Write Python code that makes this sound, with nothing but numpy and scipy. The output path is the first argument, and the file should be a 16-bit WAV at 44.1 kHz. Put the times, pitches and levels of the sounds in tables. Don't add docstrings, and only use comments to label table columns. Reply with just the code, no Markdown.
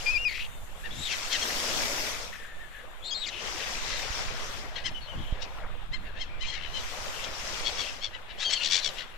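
import sys
import numpy as np
from scipy import signal
from scipy.fft import rfft, irfft, next_fast_len
from scipy.io import wavfile
from scipy.ndimage import uniform_filter1d, map_coordinates

SR = 44100
rng = np.random.default_rng(int(sys.argv[2]) if len(sys.argv) > 2 else 0)


def wav_record(signal):
    frames = np.transpose(np.atleast_2d(signal))
    bounded = np.clip(frames, -1, 1)
    quanta = np.round(bounded * 32767).astype(np.int16)
    wavfile.write(sys.argv[1], SR, quanta)


N = 404397
TIME = np.arange(N) / SR
CALL_SIZE = SR // 2
CALL_TIME = np.arange(CALL_SIZE) / SR

# time_s, left_minus_right_db
FLOCK_BALANCE = [(0, 9.5), (.95, 11), (1.35, 9), (3.1, 10), (4.8, 13), (6.7, 18), (7.8, 12.5), (8.45, 9.5),
                 (8.8, 12)]
def gulls(echo_db=-14, near_reflection_db=-5, water_reflectance=.58):
    far = barks() + far_flock()
    near = whistles() + rattles() + squeals()
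    reflected = far + amp(near_reflection_db) * near
    lags_s = [.0022 + 0.000497 * wobble(1.8) for port in range(2)]
    mirrored = np.array([map_coordinates(reflected, [np.arange(N) - SR * lag]) for lag in lags_s])
    echo = amp(echo_db) * sides([7]) * shore_echo(reflected)
    return sides(curves(FLOCK_BALANCE)[0]) * (far + near + water_reflectance * mirrored) + echo


# middle_s, length_s, pitch_hz, level_db, roughness, tilt_db_per_octave, glide_octaves
BARK_CALLS = [(.86, 0.04, 920, -37.5, 0.43, -14, -0.045), (1.127, 0.05, 1120, -27.5, 0.63, -4.5, -0.32),
              (1.331, 0.042, 1086, -25.5, 0.55, -1.5, -0.11), (1.355, 0.044, 965, -27, 0.55, -3, -0.3),
              (1.43, 0.029, 1078, -28.5, 0.04, 8, -0.22), (3.625, 0.15, 914, -38, 0.89, -9, -0.12),
              (3.95, 0.18, 1007, -34.5, 0.8, -3, -.35), (4.766, 0.017, 1087, -31, 0.13, -5, -0.0086),
              (4.785, 0.077, 947, -36.5, 0.76, -10, -0.16), (4.866, 0.038, 1058, -25.5, 0.3, -6, -0.084),
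              (5.431, 0.042, 952, -35, 0.75, 3, 0.081), (5.946, 0.041, 1048, -32, 0.22, -11, -0.0053),
              (6.075, 0.057, 922, -44, 0.5, -13, -0.18), (6.19, 0.073, 927, -41.5, .5, -10, 0.13),
              (6.221, 0.042, 1053, -33, 0.34, -0.5, -0.15), (6.428, 0.043, 1040, -33, 0.26, -1, 0.013),
              (6.5, 0.12, 1056, -34, 0.4, -0.5, -.03), (6.775, 0.085, 1024, -35.5, .5, 1, -0.2),
              (7.25, 0.054, 1090, -34.5, .75, -1, -0.15), (8.152, 0.037, 1000, -37, 0.4, -10.5, -0.08),
              (8.31, 0.045, 1000, -40.5, 0.7, -7, 0.023), (8.43, 0.069, 1265, -28, 0.67, -2, 0.21),
              (8.512, 0.036, 1077, -26.5, .7, -2, 0.11), (8.536, .022, 1109, -18.5, .45, 0, -0.039),
              (8.615, .07, 1440, -34, 0.56, -1, -.05), (8.793, 0.044, 1107, -29, 0.58, -4, -.3),
              (8.997, 0.066, 1032, -32, 0.92, -6, 0.034)]
def barks():
    return calls(BARK_CALLS, bark_voice, arch=0.14, edge=0.71)


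# frequency_hz, gain_db
VOCAL_TRACT = [(600, -67), (1100, -21.5), (1700, 0.5), (2200, -4.5), (2700, 3.5), (3400, 4), (4300, 4),
               (4900, -1.5), (5600, 1), (6300, -5.5), (7100, -5.5), (8000, -15), (10000, -28), (14000, -59)]
def bark_voice(pitch, rough, tilt_db, jitter=0.0295, waver=0.0196, pull=0.047, air=0.91, scatter=0.99):
    def throat(hz):
        return amp(along(VOCAL_TRACT, hz) + tilt_db * np.clip(octaves(hz, 3400), -.8, .8))

    def fray():
        offset, knots = 2 * np.pi * rng.random(), CALL_TIME[::64]
        return offset + scatter * rough * np.interp(CALL_TIME, knots, rng.standard_normal(len(knots)))

    cycle, bursts = rasp(rough)
    unsteady = jitter * wobble(700, CALL_SIZE) + waver * wobble(88.9, CALL_SIZE)
    phase = phase_of(pitch * (1 + rough * (unsteady + pull * cycle)))
    tone = sum(throat(k * pitch) * amp(3.2 * rng.standard_normal()) * np.sin(k * phase + fray())
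               for k in range(1, 9))
    breath = filtered(rng.standard_normal(CALL_SIZE), throat)
    air_share = np.clip(air * rough, 0, 1)
    return bursts * (np.sqrt(1 - air_share ** 2) * unit(tone) + air_share * unit(breath))


# middle_s, length_s, pitch_hz, level_db, roughness,
# beat_hz, bill_hz, focus_db_per_octave, glide_octaves
RATTLE_CALLS = [(6.554, 0.069, 1026, -36, .5, 80, 2400, 3, -.25),
                (6.65, 0.13, 992, -38.5, 0.82, 80, 2300, 11, -0.025),
                (7.6725, 0.043, 1120, -25, 0.33, 110, 3660, 15, -0.022),
                (7.8065, 0.062, 1110, -28.5, 0.5, 95, 3370, 4, -0.048),
                (8.0455, 0.051, 1122, -28.5, .4, 110, 3200, 9.5, 0.035),
                (8.661, 0.07, 1130, -25.5, .95, 76.4, 4040, 4, -0.15),
                (8.746, 0.086, 1160, -21, 0.9, 91, 4500, 3, -0.037),
                (8.862, 0.06, 1130, -25, 0.5, 68, 3870, 2, -.2)]
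def rattles():
    return calls(RATTLE_CALLS, rattle_voice, arch=.08, edge=1.15)


def rattle_voice(pitch, rough, beat_hz, bill_hz, focus_db, depth_db=5.0, pull=0.017, jitter=.045):
    def bill(hz):
        return amp(along(VOCAL_TRACT, hz) - focus_db * np.abs(octaves(hz, bill_hz)))

    cycle = centred_cycle(beat_hz * (1 + 0.05 * wobble(66, CALL_SIZE)))
    phase = phase_of(pitch * (1 + pull * cycle + rough * jitter * wobble(500, CALL_SIZE)))
    tone = 0
    for k in range(1, 9):
        fray = 2 * np.pi * rng.random() + rough * wobble(400, CALL_SIZE)
        tone += bill(k * pitch) * np.sin(k * phase + fray)
    breath = filtered(rng.standard_normal(CALL_SIZE), bill)
    beats = amp(depth_db * cycle + wobble(beat_hz, CALL_SIZE))
    return unit(beats * (unit(tone) + rough * unit(breath)))


# middle_s, length_s, pitch_hz, level_db, roughness
WHISTLE_CALLS = [(.55, 0.15, 3640, -56, .05), (2.348, .049, 1847, -44, 0.75),
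                 (2.435, 0.1, 1764, -47.5, 0.58), (2.519, 0.087, 1816, -47.5, 0.28),
                 (2.63, 0.11, 1774, -50, 0.42), (2.773, 0.12, 1773, -47.5, 0.53),
                 (3.361, .12, 2870, -40.5, .75), (4.97, 0.055, 3000, -40, 0.18),
                 (5.043, 0.065, 4350, -46, 0.15), (5.112, 0.081, 3030, -43.5, .2),
                 (5.259, .18, 3140, -49, 0.46), (6.34, .097, 2380, -51, 0.3), (6.451, .04, 2500, -38, .7),
                 (6.561, .1, 2090, -42, .55), (6.768, .065, 3084, -35.5, 0.15),
                 (7.191, .11, 2830, -45.5, 0.65), (7.866, .09, 2950, -38.5, 0.7),
                 (8.473, 0.056, 3210, -27, 0.08), (8.476, 0.068, 4520, -32, 0.1),
                 (8.566, .032, 3170, -30, 0.4), (8.572, .06, 4400, -35, 0.25),
                 (8.625, .04, 2854, -32, 0.55), (8.83, .036, 4230, -37, .3)]
def whistles(overtone_db=-17, glide_octaves=-.06):
    rows = [(*row, overtone_db, glide_octaves) for row in WHISTLE_CALLS]
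    return calls(rows, whistle_voice, arch=.05, edge=5.5)


def whistle_voice(pitch, rough, overtone_db, jitter=0.133, waver=0.0484, air=0.82, focus_db=12):
    def bill(hz):
        return amp(along(VOCAL_TRACT, hz) - focus_db * np.abs(octaves(hz, pitch.mean())))

    _, bursts = rasp(rough, flutter_hz=159.0, depth_db=-1.5, uneven_db=3)
    unsteady = jitter * wobble(1100, CALL_SIZE) + waver * wobble(110, CALL_SIZE)
    phase = phase_of(pitch * (1 + rough * unsteady))
    tone = np.sin(phase)
    for k in (2, 3):
        rolloff = 1 + (k * pitch / 8000) ** 16
        tone += amp((k - 1) * overtone_db) / (k - 1) * np.sin(k * phase) / rolloff
    breath = filtered(rng.standard_normal(CALL_SIZE), bill)
    return bursts * (np.sqrt(2) * tone + air * rough * unit(breath))


# time_s, pitch_hz, level_db, roughness, overtone_db
SQUEAL_CONTOURS = [
    [(.058, 2410, -29, 0.3, -20), (.068, 2477, -27.5, 0.2, -11), (.09, 2418, -24.5, 0, -14),
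     (.128, 2590, -33, 0.14, -21), (.168, 2390, -24, 0.05, -9.5), (.2, 2410, -30, 0.05, -32),
     (.272, 2480, -25, 0, -14), (.305, 2210, -36.5, 0.5, -7), (.39, 2440, -37.5, 0.99, -16),
     (.472, 2780, -46, 0.85, -29)],
    [(.905, 3280, -40, 0.2, -32), (.94, 3460, -46.5, 0.53, -13), (1.0, 3710, -44, 0.42, 1),
     (1.055, 3920, -34, 0.42, -8), (1.08, 3410, -35, 0.63, -10), (1.105, 2700, -37.5, 0.6, -10.5),
     (1.155, 1874, -39, 0.55, -8)],
    [(3.02, 3300, -48, 0.08, -32), (3.06, 3660, -41, 0.28, -4), (3.1, 3765, -43, 0.2, -10),
     (3.155, 3670, -40.5, 0.06, -9), (3.2, 3900, -46, 0.17, -2), (3.22, 3920, -33, 0.27, -17),
     (3.252, 3560, -33, 0.48, -23), (3.265, 2390, -41.5, 0.52, 1), (3.305, 1886, -43, 0.8, 2)],
    [(3.04, 4060, -46, 0.37, -30), (3.09, 4240, -35.5, 0.16, -24), (3.16, 4200, -33.5, 0.15, -28),
     (3.225, 4290, -50, 0.5, -30)],
]
# start_s, end_s, jump_octaves, change_db
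REGISTER_FLIPS = [
    [(0.178, 0.251, 0.2, -2.5)],
    [],
    [(3.108, 3.139, -0.18, 8)],
    [(3.108, 3.145, 0.24, -7)],
]
def squeals(flip_s=0.0038, attack_s=0.0038, release_s=0.0059):
    track = np.zeros(N)
    for contour, flips in zip(SQUEAL_CONTOURS, REGISTER_FLIPS):
        start, end = contour[0][0], contour[-1][0]
        t = start + CALL_TIME
        pitch, db, rough, overtone_db = curves(contour, t)
        for on, off, jump, change_db in flips:
            flipped = np.clip(.5 + np.minimum(t - on, off - t) / flip_s, 0, 1)
            pitch = pitch * 2 ** (jump * flipped)
            db = db + change_db * flipped
        gate = np.clip(np.minimum(CALL_TIME / attack_s, (end - t) / release_s), 0, 1)
        add(track, start, amp(db) * gate * whistle_voice(pitch, rough, overtone_db))
    return track


def rasp(rough, flutter_hz=84, depth_db=2.0, uneven_db=2.7):
    rate_hz = flutter_hz * (1 + 0.078 * rng.standard_normal() + 0.104 * wobble(39.1, CALL_SIZE))
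    cycle = centred_cycle(rate_hz)
    gain_db = depth_db * rough ** 2 * cycle + uneven_db * rough * wobble(160.1, CALL_SIZE)
    return cycle, unit(amp(gain_db))


def calls(rows, voice, arch, edge, full_db=-26, dulling=0.57):
    track, centre = np.zeros(N), CALL_TIME.mean()
    for middle_s, length_s, pitch, db, rough, *timbre, glide in rows:
        position = np.clip(2 * (CALL_TIME - centre) / length_s, -2, 2)
        steepness = np.where(position < 0, 2 * edge, edge)
        envelope = np.exp(-np.abs(position) ** steepness) * np.cos(np.pi * position / 4)
        bend_octaves = glide * position / 2 - arch * position ** 2 * (1 - rough / 2)
        call = amp(db) * envelope * voice(pitch * 2 ** bend_octaves, rough, *timbre)
        treble_db = dulling * min(db - full_db, 0)
        dulled = filtered(call, lambda hz: amp(treble_db * np.clip(octaves(hz, 3500), 0, 1)))
        add(track, middle_s - centre, dulled)
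    return track


def far_flock(count=60, level_db=-66.5, rough=.7, tilt_db=-2.5, glide_octaves=-.1):
    rows = [((i + delay) * N / SR / count, .05 + .1 * length, 800 + 400 * pitch,
             level_db + 6 * (strength - .5), rough, tilt_db, glide_octaves)
            for i, (delay, length, pitch, strength) in enumerate(rng.random((count, 4)))]
    din = calls(rows, bark_voice, arch=0.12, edge=1.0)
    return filtered(din, lambda hz: 1 / np.sqrt(1 + (hz / 3900) ** 20))


def shore_echo(sound, t60_s=0.53):
    tail = rng.standard_normal((2, CALL_SIZE)) * amp(-60 * CALL_TIME / t60_s)
    return signal.fftconvolve(sound[None], tail / np.linalg.norm(tail[0]), axes=1)[:, :N]


# frequency_hz, density_db
WATER_SPECTRUM = [(60, 4), (150, 0), (300, -3), (500, 0.5), (800, 1.5), (1300, 2.5), (2200, 1), (3500, -1),
                  (6000, -24.5), (12000, -52)]
SPRAY_SPECTRUM = [(200, -30), (600, -12.5), (1300, -10), (2200, -11), (4000, -11), (5600, -7.5),
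                  (7000, -14), (8500, -23), (11000, -37.5), (15000, -54)]
FOAM_SPECTRUM = [(3000, -32), (7000, 3), (9500, -3), (12500, -2), (14000, -6), (15700, -30)]
POCKET_SPECTRUM = [(80, -13), (170, -10.5), (250, -1.5), (350, -6), (600, -0.5), (1500, -27.5)]
# water_db, spray_db, foam_db
WAVER_DEPTHS = (0.5, 0.8, 1.3)
def surf(spray_gain_db=1, foam_gain_db=3, boom_db=-41.0):
    water_db, spray_db, foam_db = wave_levels()
    gurgle = [bubbles(4000, low_hz=447, high_hz=2570, cycles=6.2, spread_db=0.5) for port in range(2)]
    drops = [bubbles(7000, low_hz=1800, high_hz=9000, cycles=8, spread_db=2.5) for port in range(2)]
    pops = [bubbles(4000, low_hz=7000, high_hz=14000, cycles=3, spread_db=3.5) for port in range(2)]
    water_waver, spray_waver, foam_waver = [depth * wobble(17) for depth in WAVER_DEPTHS]
    water = amp(water_db + water_waver) * wash(WATER_SPECTRUM, gurgle, grainy=0.21, patchy_db=2.0)
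    spray = amp(spray_db + spray_waver) * wash(SPRAY_SPECTRUM, drops, grainy=0.42, patchy_db=1.6)
    foam = amp(foam_db + foam_waver) * wash(FOAM_SPECTRUM, pops, grainy=0.27, patchy_db=2.0)
    pockets = unit(filtered(rng.standard_normal(N), lambda hz: amp(along(POCKET_SPECTRUM, hz))))
    boom = amp(boom_db + 3.05 * (spray_db - spray_db.max())) * sides([6]) * pockets
    return water + boom + amp(spray_gain_db) * spray + amp(foam_gain_db) * foam


# break_s, tumble_s, water_db, spray_db, fizz_db, lingering_foam_db
BREAKERS = [(-0.3, 0.4, -49.5, -43.5, -61.5, -61), (1.11, 0.31, -68.5, -41, -56.5, -105),
            (1.45, 0.64, -45, -36, -50, -93), (2.2, 0.025, -49, -47, -59, -71.5),
            (3.481, 0.72, -45.5, -41, -61, -77), (4.2, 0.38, -44, -46, -65, -73),
            (5.05, 0.53, -51, -65, -75, -94), (6.84, 0.4, -46.5, -45.5, -60.5, -72.5),
            (7.4, 0.47, -44, -42.5, -61, -92), (8.55, 0.4, -47, -55, -62.5, -89.5)]
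def wave_levels(step_s=.005, crest_db=1, lapping_db=-52, fine_spray_db=-77):
    t = np.arange(0, N / SR + step_s, step_s)

    def power(db, start, end, swell, fade):
        return amp(db - swell * np.maximum(start - t, 0) - fade * np.maximum(t - end, 0)) ** 2

    water, spray, foam = amp(lapping_db) ** 2, amp(fine_spray_db) ** 2, 0
    for start, tumble_s, water_db, spray_db, fizz_db, lingering_db in BREAKERS:
        end = start + tumble_s
        crest = crest_db * np.sin(np.pi * np.clip((t - start) / tumble_s, 0, 1))
        water += power(water_db + crest, start, end, swell=21, fade=42)
        spray += power(spray_db + crest, start, end, swell=70, fade=88)
        foam += power(fizz_db + crest, start, end, swell=60, fade=80)
        foam += power(lingering_db, end, end, swell=60, fade=3.5)
    return [np.interp(TIME, t, 10 * np.log10(layer)) for layer in (water, spray, foam)]


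# frequency_hz, left_minus_right_db
SURF_BALANCE = [(100, 46), (250, 8), (1300, 5.5), (2400, 7), (4400, 13.5), (6300, -0.5), (8100, -5.5),
                (13000, -9)]
# frequency_hz, correlation
SURF_COHERENCE = [(100, -0.3), (300, 0.98), (600, 0.57), (1100, 0.22), (2000, 0.0069), (5000, -0.056)]
def wash(spectrum, grains, grainy, patchy_db):
    def mid_and_side(hz):
        angle = np.arccos(along(SURF_COHERENCE, hz)) / 2
        return amp(along(spectrum, hz)) * [np.cos(angle), np.sin(angle)]

    rush = rng.standard_normal((2, N)) + grainy * np.array(grains)
    frames = signal.stft(rush, nperseg=512)[2]
    patches = uniform_filter1d(rng.standard_normal(frames.shape[1:]), size=7, axis=0)
    patches = uniform_filter1d(patches, size=10, axis=1)
    patchy = signal.istft(frames * amp(patchy_db * unit(patches)), nperseg=512)[1][:, :N]
    mid, side = filtered(patchy, mid_and_side)
    stereo = filtered(np.array([mid + side, mid - side]), lambda hz: sides(along(SURF_BALANCE, hz)))
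    return stereo / stereo.mean(axis=0).std()


def bubbles(count, low_hz, high_hz, cycles, spread_db):
    when, tuning, strength = rng.random((3, count, 1))
    hz = low_hz * (high_hz / low_hz) ** tuning
    samples = np.arange(320)
    gain = amp(spread_db * np.minimum(-np.log(1 - strength), 5))
    rings = gain * bubble_ring(samples * hz / SR / cycles, cycles, rise=0.076)
    slots = (when * N).astype(int) + samples
    return unit(np.bincount(slots.ravel(), rings.ravel(), minlength=N)[:N])


def bubble_ring(age, cycles, rise):
    return np.sin(2 * np.pi * cycles * age * (1 + rise * age)) * np.exp(-2 * age)


# middle_s, length_s, pitch_hz, level_db
SMALL_CRESTS = [(3.552, 0.27, 375, -50.5), (4.698, 0.14, 680, -50.5), (5.128, .12, 714, -50.5),
                (5.404, 0.19, 605, -51.5), (5.601, .12, 655, -46.5), (5.633, 0.11, 1420, -48.5),
                (6.963, 0.078, 686, -50)]
def slops(count=36, cycles=9, spread_octaves=0.36, side_db=6):
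    track = np.zeros((2, N))
    for middle_s, length_s, pitch, db in SMALL_CRESTS:
        for when, tuning, strength, place in rng.standard_normal((count, 4)):
            hz = pitch * 2 ** (spread_octaves * tuning)
            age = CALL_TIME[:CALL_SIZE // 8] * hz / cycles
            ring = bubble_ring(age, cycles, rise=0.121) * (1 - np.exp(-20 * age))
            ring *= amp(db + 1.5 * strength) * np.sqrt(length_s * SR / count / np.sum(ring ** 2))
            for port, gain in zip(track, sides(side_db + 4 * place)):
                add(port, middle_s + when * length_s / 3, gain * ring)
    return track


# frequency_hz, density_db
EDDY_SPECTRUM = [(10, 8.5), (25, -1.5), (50, -7), (90, -14), (150, -21), (300, -32), (800, -76)]
# time_s, level_db
BREEZE_STRENGTH = [(0.0, -42.5), (0.95, -42), (1.2, -51), (1.75, -43.5), (2.3, -47.5), (3.25, -51.5),
                   (3.7, -42.5), (4.25, -40), (4.65, -45), (5.2, -41), (6.3, -38.5), (7.1, -45),
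                   (9.17, -50)]
# middle_s, length_s, level_db
AIR_PUFFS = [(0.933, 0.11, -45.5), (1.001, 0.053, -39), (4.89, 0.12, -46), (5.17, 0.064, -40),
             (5.207, 0.076, -42), (6, 0.14, -47.5)]
# peak_s, level_db
SUCTIONS = [(4.109, -25), (4.27, -29), (5.33, -14.5)]
def wind(rumble_gain_db=5, thump_s=0.0047):
    eddies = filtered(rng.standard_normal((2, N)), lambda hz: amp(along(EDDY_SPECTRUM, hz)))
    eddies = unit(eddies * amp(1.9 * np.array([wobble(42), wobble(26)])))
    rumble = amp(curves(BREEZE_STRENGTH)[0] + rumble_gain_db) * eddies
    flutter = unit(filtered(rng.standard_normal(N), lambda hz: 1 / (1 + (hz / 260) ** 4)))
    puffs = flutter * sum(amp(db) * np.exp(-(2 * (TIME - middle_s) / length_s) ** 2)
                          for middle_s, length_s, db in AIR_PUFFS)
    age = CALL_TIME / thump_s
    pulse = np.e * age * (age / 4 - 1) * np.exp(-age)
    thumps = np.zeros(N)
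    for peak_s, db in SUCTIONS:
        add(thumps, peak_s - thump_s, amp(db) * pulse)
    return sides([-5.5]) * rumble + sides([9]) * puffs + sides([-12]) * thumps


def amp(db):
    return 10 ** (np.asarray(db) / 20)


def unit(x):
    return x / np.sqrt(np.mean(x ** 2) + 1e-20)


def octaves(hz, reference_hz):
    return np.log2(hz / reference_hz + 1e-9)


def phase_of(hz):
    return 2 * np.pi * np.cumsum(hz) / SR


def centred_cycle(hz):
    phase = phase_of(hz)
    return np.cos(phase - phase[CALL_SIZE // 2])


def along(points, hz):
    knots_hz, values = np.transpose(points)
    return np.interp(np.log(hz + 1), np.log(knots_hz + 1), values)


def curves(rows, t=TIME):
    times, *columns = np.transpose(rows)
    return [np.interp(t, times, column) for column in columns]


def wobble(rate, size=N):
    knots = rng.standard_normal(size // 8 + 4)[:int(size * rate / SR) + 4]
    return map_coordinates(knots, [np.arange(size) * rate / SR], mode="nearest")


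def filtered(x, response):
    size = x.shape[-1]
    padded = next_fast_len(size + 2048)
    return irfft(rfft(x, padded) * response(np.fft.rfftfreq(padded, 1 / SR)), padded)[..., :size]


def sides(balance_db):
    half_db = np.asarray(balance_db) / 2
    pair = amp([half_db, -half_db])
    return pair / np.sqrt(np.mean(pair ** 2, axis=0))


def add(track, start_s, sound):
    start = round(start_s * SR)
    part = sound[max(-start, 0):max(N - start, 0)]
    track[max(start, 0):][:len(part)] += part


def scene():
    return gulls() + surf() + slops() + wind()


def record(dry, top_hz=15720):
    return filtered(dry, lambda hz: hz < top_hz)


dry = scene()
out = record(dry)
wav_record(out)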